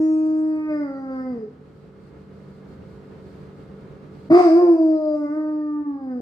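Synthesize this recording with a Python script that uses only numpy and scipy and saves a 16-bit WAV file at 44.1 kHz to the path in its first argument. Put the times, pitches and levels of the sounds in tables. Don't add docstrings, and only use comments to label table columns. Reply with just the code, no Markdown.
import sys
import numpy as np
from scipy import signal
from scipy.fft import rfft, irfft, next_fast_len
from scipy.io import wavfile
from scipy.ndimage import uniform_filter1d, map_coordinates

SR = 44100
rng = np.random.default_rng(int(sys.argv[2]) if len(sys.argv) > 2 else 0)


def to_wav(sig):
    pcm = np.clip(np.atleast_2d(sig), -1, 1) * 32767
    pcm = np.round(pcm).astype(np.int16)
    wavfile.write(sys.argv[1], SR, pcm.T)


N = 273861


def amp(db):
    return 10 ** (np.asarray(db) / 20)


def unit(x):
    return x / np.sqrt(np.mean(x ** 2) + 1e-20)


def along(points, hz):
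    f, v = np.transpose(points)
    return np.interp(np.log(hz + 1), np.log(f + 1), v)


def curve(rows, t):
    return np.interp(t, *np.transpose(rows))


def envelope(gesture, t):
    start, attack, hold, fall = gesture
    return np.clip((t - start) / attack, 0, 1) * amp(-fall * np.maximum(t - start - attack - hold, 0))


def wobble(rate):
    knots = rng.standard_normal(int(N * rate / SR) + 4)
    coarse = np.arange(0, N, 32)
    return np.interp(np.arange(N), coarse, map_coordinates(knots, [coarse * rate / SR], order=2))


def filtered(x, response):
    size = next_fast_len(N + SR // 2)
    return irfft(rfft(x, size) * response(np.fft.rfftfreq(size, 1 / SR)), size)[..., :N]


def coloured(x, spectrum):
    return unit(filtered(x, lambda hz: amp(along(spectrum, hz))))


def tones(phase, table):
    return np.sqrt(2) * sum(amp(db) * np.sin(np.round(2 * k) / 2 * phase) for k, db in table)


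def air_conditioner(air_db=-44, hiss_db=-72):
    # (f/Hz, relative level/dB)
    rush_spectrum = [(15, -51.5), (25, -24), (69, -4.5), (112, -6.5), (139, -1.5), (202, -3), (264, -8),
                     (427, -7), (709, -19.5), (1310, -24), (1860, -29), (4260, -42.5), (15000, -64.5)]
    hiss_spectrum = [(1500, -26), (4400, 2.5), (5800, -10), (8500, -9), (10000, -18)]
    # (f/Hz, level/dB)
    motor_lines = [(80.7, -60.5), (145.3, -49.5), (193.8, -49), (290.7, -63.5), (387.6, -57), (436.0, -53),
                   (532.9, -60.5)]
    fan_lines = [(1157, -70), (1206, -74), (1254, -71), (1303, -73), (1351, -72), (1448, -72), (1642, -75),
                 (2126, -77)]
    # (f/Hz, correlation)
    coherence = [(100, .93), (400, 0.66), (1000, 0.31)]
    t = np.arange(N) / SR

    def mid_and_side(hz):
        angle = np.arccos(np.clip(along(coherence, hz), -1, 1)) / 2
        return amp(along(rush_spectrum, hz)) * [np.cos(angle), np.sin(angle)]

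    def line(hz, db):
        peak = np.sqrt(2) * amp(db + 1.5 * wobble(5))
        return peak * np.sin(2 * np.pi * (hz * t + rng.random()) + .25 * wobble(6))

    mid, side = filtered(rng.standard_normal((2, N)), mid_and_side)
    rush = amp(air_db + 1.3 * wobble(26)) * unit(np.array([mid + side, mid - side]))
    flutter_db = 4 * np.tanh(wobble(14))
    hiss = amp(hiss_db + flutter_db) * coloured(rng.standard_normal((2, N)), hiss_spectrum)
    hum = sum(line(hz, db) for hz, db in motor_lines)
    whine = np.array([sum(line(hz, db) for hz, db in fan_lines) for port in range(2)])
    return (rush + hiss + hum + whine) * amp([[-.7], [.7]])


def fundamental_db(pitch, t, middle_hz=301.1, middle_db=-22, db_per_octave=40.5, beat_width_s=0.017):
    # (f/Hz, gain/dB)
    standing_waves = [(210, -2), (232, 4.5), (254, 5), (270, -4.5), (292, 2), (307, -5.5), (311, 0.5),
                      (314, 2.5), (335, 5), (365, 1)]
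    # (t/s, depth/dB)
    beats = [(4.392, 6.5), (4.43, 10), (4.604, 9.5), (4.668, 9), (4.779, 9), (5.283, 9), (5.847, 11),
             (5.99, 9.5)]
    push = (4.298, 0.015, 0.021, 180)
    source_db = middle_db + db_per_octave * np.log2(pitch / middle_hz) + 4 * envelope(push, t)
    dips_db = sum(depth * np.exp(-((t - s) / beat_width_s) ** 2) for s, depth in beats)
    return source_db + along(standing_waves, pitch) - dips_db


def overtones(phase, pitch, spectrum, orders, on, flicker_db):
    flicker = flicker_db * np.array([wobble(5)[on] for k in orders])
    gains = amp(along(spectrum, orders[:, None] * pitch[on]) + flicker)
    waves = np.sin(orders[:, None] * phase[on] + rng.uniform(0, 2 * np.pi, (len(orders), 1)))
    return (gains * waves).sum(0) / np.sqrt((gains ** 2).sum(0) / 2)


def mouth(phase, pitch, t, on):
    # (f/Hz, relative level/dB)
    formants = [(1000, -7), (1280, 0), (1560, -8), (1840, -9), (2130, -17), (2380, -26), (2630, -21),
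                (3200, -38)]
    # (t/s, frequency factor)
    lips = [(4.3, 1.02), (4.45, 0.89), (4.6, 0.84), (4.9, 1.1), (5.15, 0.91)]
    return overtones(phase, pitch / curve(lips, t), formants, np.arange(4, 9), on, flicker_db=5)


def nose(phase, pitch, puffs, rough, on):
    # (f/Hz, relative level/dB)
    formants = [(1500, -55.5), (2650, -12.5), (3300, -33), (4400, -15), (4920, 2), (5250, -14.5),
                (5700, -14), (7300, -25), (8100, -15.5), (9800, -38.5), (15000, -30.5)]
    noise_share = np.clip(rough + .04, 0, 1)
    ring = np.sqrt(noise_share) * coloured(puffs, formants)
    harmonics = overtones(phase, pitch, formants, np.arange(9, 34), on, flicker_db=4)
    ring[on] += np.sqrt(1 - noise_share[on]) * harmonics
    return ring


def whistle(phase, t, db=-59):
    # (multiple of the pitch, relative level/dB)
    partials = [(8, -2), (18, -6), (21, -3.5), (25, -1.5), (28, -11.5)]
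    tightening = (0, .005, .01, 35)
    return amp(db) * envelope(tightening, t) * tones(phase, partials)


def howl(melody, octave, mouth_level, nasal_db, jitter=0.013, tremor=0.0008, shimmer_db=3, fade_s=0.003):
    # (f/Hz, level/dB)
    third_resonances = [(630, -66), (785, -45.5), (930, -50.5), (985, -46), (1060, -34)]
    # (f/Hz, relative level/dB)
    rasp_spectrum = [(50, -60), (150, -24), (330, -3), (500, -13), (720, -2), (930, -9), (1170, 0),
                     (1600, -16), (2250, -10), (2900, -33), (5000, -33), (10000, -60)]
    burst = (4.298, 0.02, 0.081, 140)
    strain = (4.3, 0.039, .14, 32)
    t = np.arange(N) / SR
    start, end = melody[0][0], melody[-1][0]
    gate = np.sin(np.pi / 2 * np.clip(np.minimum(t - start, end + 2 * fade_s - t) / fade_s, 0, 1)) ** 2
    on = gate > 0
    note, octave_db, bark = curve(melody, t), curve(octave, t), envelope(burst, t)
    sag_hz = np.maximum(262 - note, 0)
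    rough = np.clip(0.12 + 0.97 * bark + 0.02 * sag_hz, 0, 1)
    pitch = note * (1 + jitter * rough * wobble(230) + tremor * wobble(35))
    phase = 2 * np.pi * np.cumsum(pitch) / SR
    first_db = fundamental_db(note, t)
    voice = tones(phase, [(1, first_db), (2, octave_db + 0.4), (3, along(third_resonances, 3 * note))])
    voice += whistle(phase, t) + crack(phase, t)
    voice[on] += amp(curve(mouth_level, t)[on] + 3) * mouth(phase, pitch, t, on)
    puffs = (1 + 1.1 * np.cos(phase)) * rng.standard_normal(N)
    ring_db = nasal_db + 0.64 * (octave_db + 38.5) + 16 * envelope(strain, t) - .25 * sag_hz
    voice += amp(ring_db) * nose(phase, pitch, puffs, rough, on)
    rasp, breath = amp(-26.5) * bark, amp(first_db - 46)
    voice += (rasp + breath) * coloured(puffs, rasp_spectrum)
    return gate * voice * amp(shimmer_db * rough * np.tanh(wobble(120)))


def room(x, gap_s=.005):
    # (f/Hz, T60/s)
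    decay = [(150, 1.01), (2000, 0.58), (12000, 0.2)]
    # (f/Hz, level/dB)
    reflections = [(330, -15), (600, -8.5), (1200, -9), (5000, -3)]
    hz, t, noise = signal.stft(rng.standard_normal((2, SR // 2)), SR, nperseg=256)
    tail = signal.istft(noise * amp(-60 * t / along(decay, hz)[:, None]), SR, nperseg=256)[1]
    tail = np.pad(tail / np.linalg.norm(tail, axis=1, keepdims=True), ((0, 0), (int(gap_s * SR), 0)))
    mid, side = signal.fftconvolve(x[None], tail, axes=1)[:, :N]
    side = filtered(side, lambda hz: np.clip(hz / 900, 0, 1) ** 2)
    diffuse = np.array([mid + side, mid - side]) / np.sqrt(2)
    return filtered(diffuse, lambda hz: amp(along(reflections, hz)))


def ducking(voice, window_s=0.035, threshold_db=-31.5, cut_share=0.75, recover_db_per_s=4):
    level_db = 10 * np.log10(np.abs(uniform_filter1d(voice ** 2, int(window_s * SR))) + 1e-12)
    recovery_db = recover_db_per_s * np.arange(N) / SR
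    cut_db = cut_share * np.maximum(level_db - threshold_db, 0)
    return amp(recovery_db - np.maximum.accumulate(cut_db + recovery_db))


def woof(at_s=4.317, width_s=.011, db=-20):
    # (f/Hz, relative level/dB)
    chest = [(50, -59.5), (115, -1.5), (145, 0.5), (200, -9.5), (280, -1.5), (1000, -52.5)]
    pulse = np.exp(-((np.arange(N) / SR - at_s) / width_s) ** 2 / 2)
    return amp(db) * pulse * coloured(rng.standard_normal(N), chest)


def crack(phase, t, db=-39):
    # (multiple of the pitch, relative level/dB)
    partials = [(.5, -13.5), (1.5, 5), (2.5, -1.5), (3.5, -18)]
    doubling = (4.55, 0.11, 0.011, 300)
    return amp(db) * envelope(doubling, t) * tones(phase, partials)


def scene(lead_s=0.0002, away_hz=2800):
    # (t/s, f/Hz)
    first_pitch = [(0, 314.8), (0.502, 312), (0.669, 307.3), (0.814, 293.6), (0.889, 273.1), (1.073, 265.3),
                   (1.3, 254.9), (1.412, 218.6), (1.486, 207.8)]
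    second_pitch = [(4.3, 305), (4.32, 330.3), (4.385, 365.7), (4.455, 346.5), (4.5, 316), (4.61, 357.4),
                    (4.78, 322.8), (5.283, 291.7), (5.373, 309.6), (5.83, 295.3), (5.985, 272.8),
                    (6.2, 242)]
    # (t/s, relative level/dB)
    octaves = [
        [(0.03, -40), (0.582, -43), (0.652, -55), (0.712, -32), (1.086, -47), (1.11, -35), (1.258, -41),
         (1.448, -32), (1.49, -47.5)],
        [(4.305, -23.5), (4.403, -16), (4.429, -22), (4.687, -32), (5.149, -25.5), (5.181, -33.5), (5.727, -48),
         (5.779, -67), (6.19, -36)],
    ]
    mouth_levels = [
        [(0.03, -57.5), (0.49, -57), (0.734, -44), (0.952, -51), (1.092, -49), (1.172, -43.5), (1.432, -68.5),
         (1.47, -83)],
        [(4.55, -47), (4.826, -60), (5.27, -45), (5.566, -53), (5.752, -46), (6.048, -61), (6.12, -53.5),
         (6.18, -66)],
    ]
    nasal_levels = [-66.5, -70.5]
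    # (f/Hz, left minus right level/dB)
    balance = [(330, -.5), (560, 0.5), (680, 7.5), (900, -2.5), (1150, -5), (2000, 2), (5000, -1),
               (8000, 5)]
    howls = zip([first_pitch, second_pitch], octaves, mouth_levels, nasal_levels)
    dog = woof() + sum(howl(*parts) for parts in howls)
    ports = np.array([[1], [-1]])
    direct = filtered(dog, lambda hz: np.exp(1j * np.pi * hz * lead_s * ports) / np.hypot(1, hz / away_hz))
    heard = filtered(direct + room(dog), lambda hz: amp(ports * along(balance, hz) / 2))
    return heard + ducking(dog) * air_conditioner()


def record(dry, bass_hz=45, top_hz=15400):
    return filtered(dry, lambda hz: (hz < top_hz) * np.clip(hz / bass_hz, 0, 1) ** 2)


dry = scene()
out = record(dry)
to_wav(out)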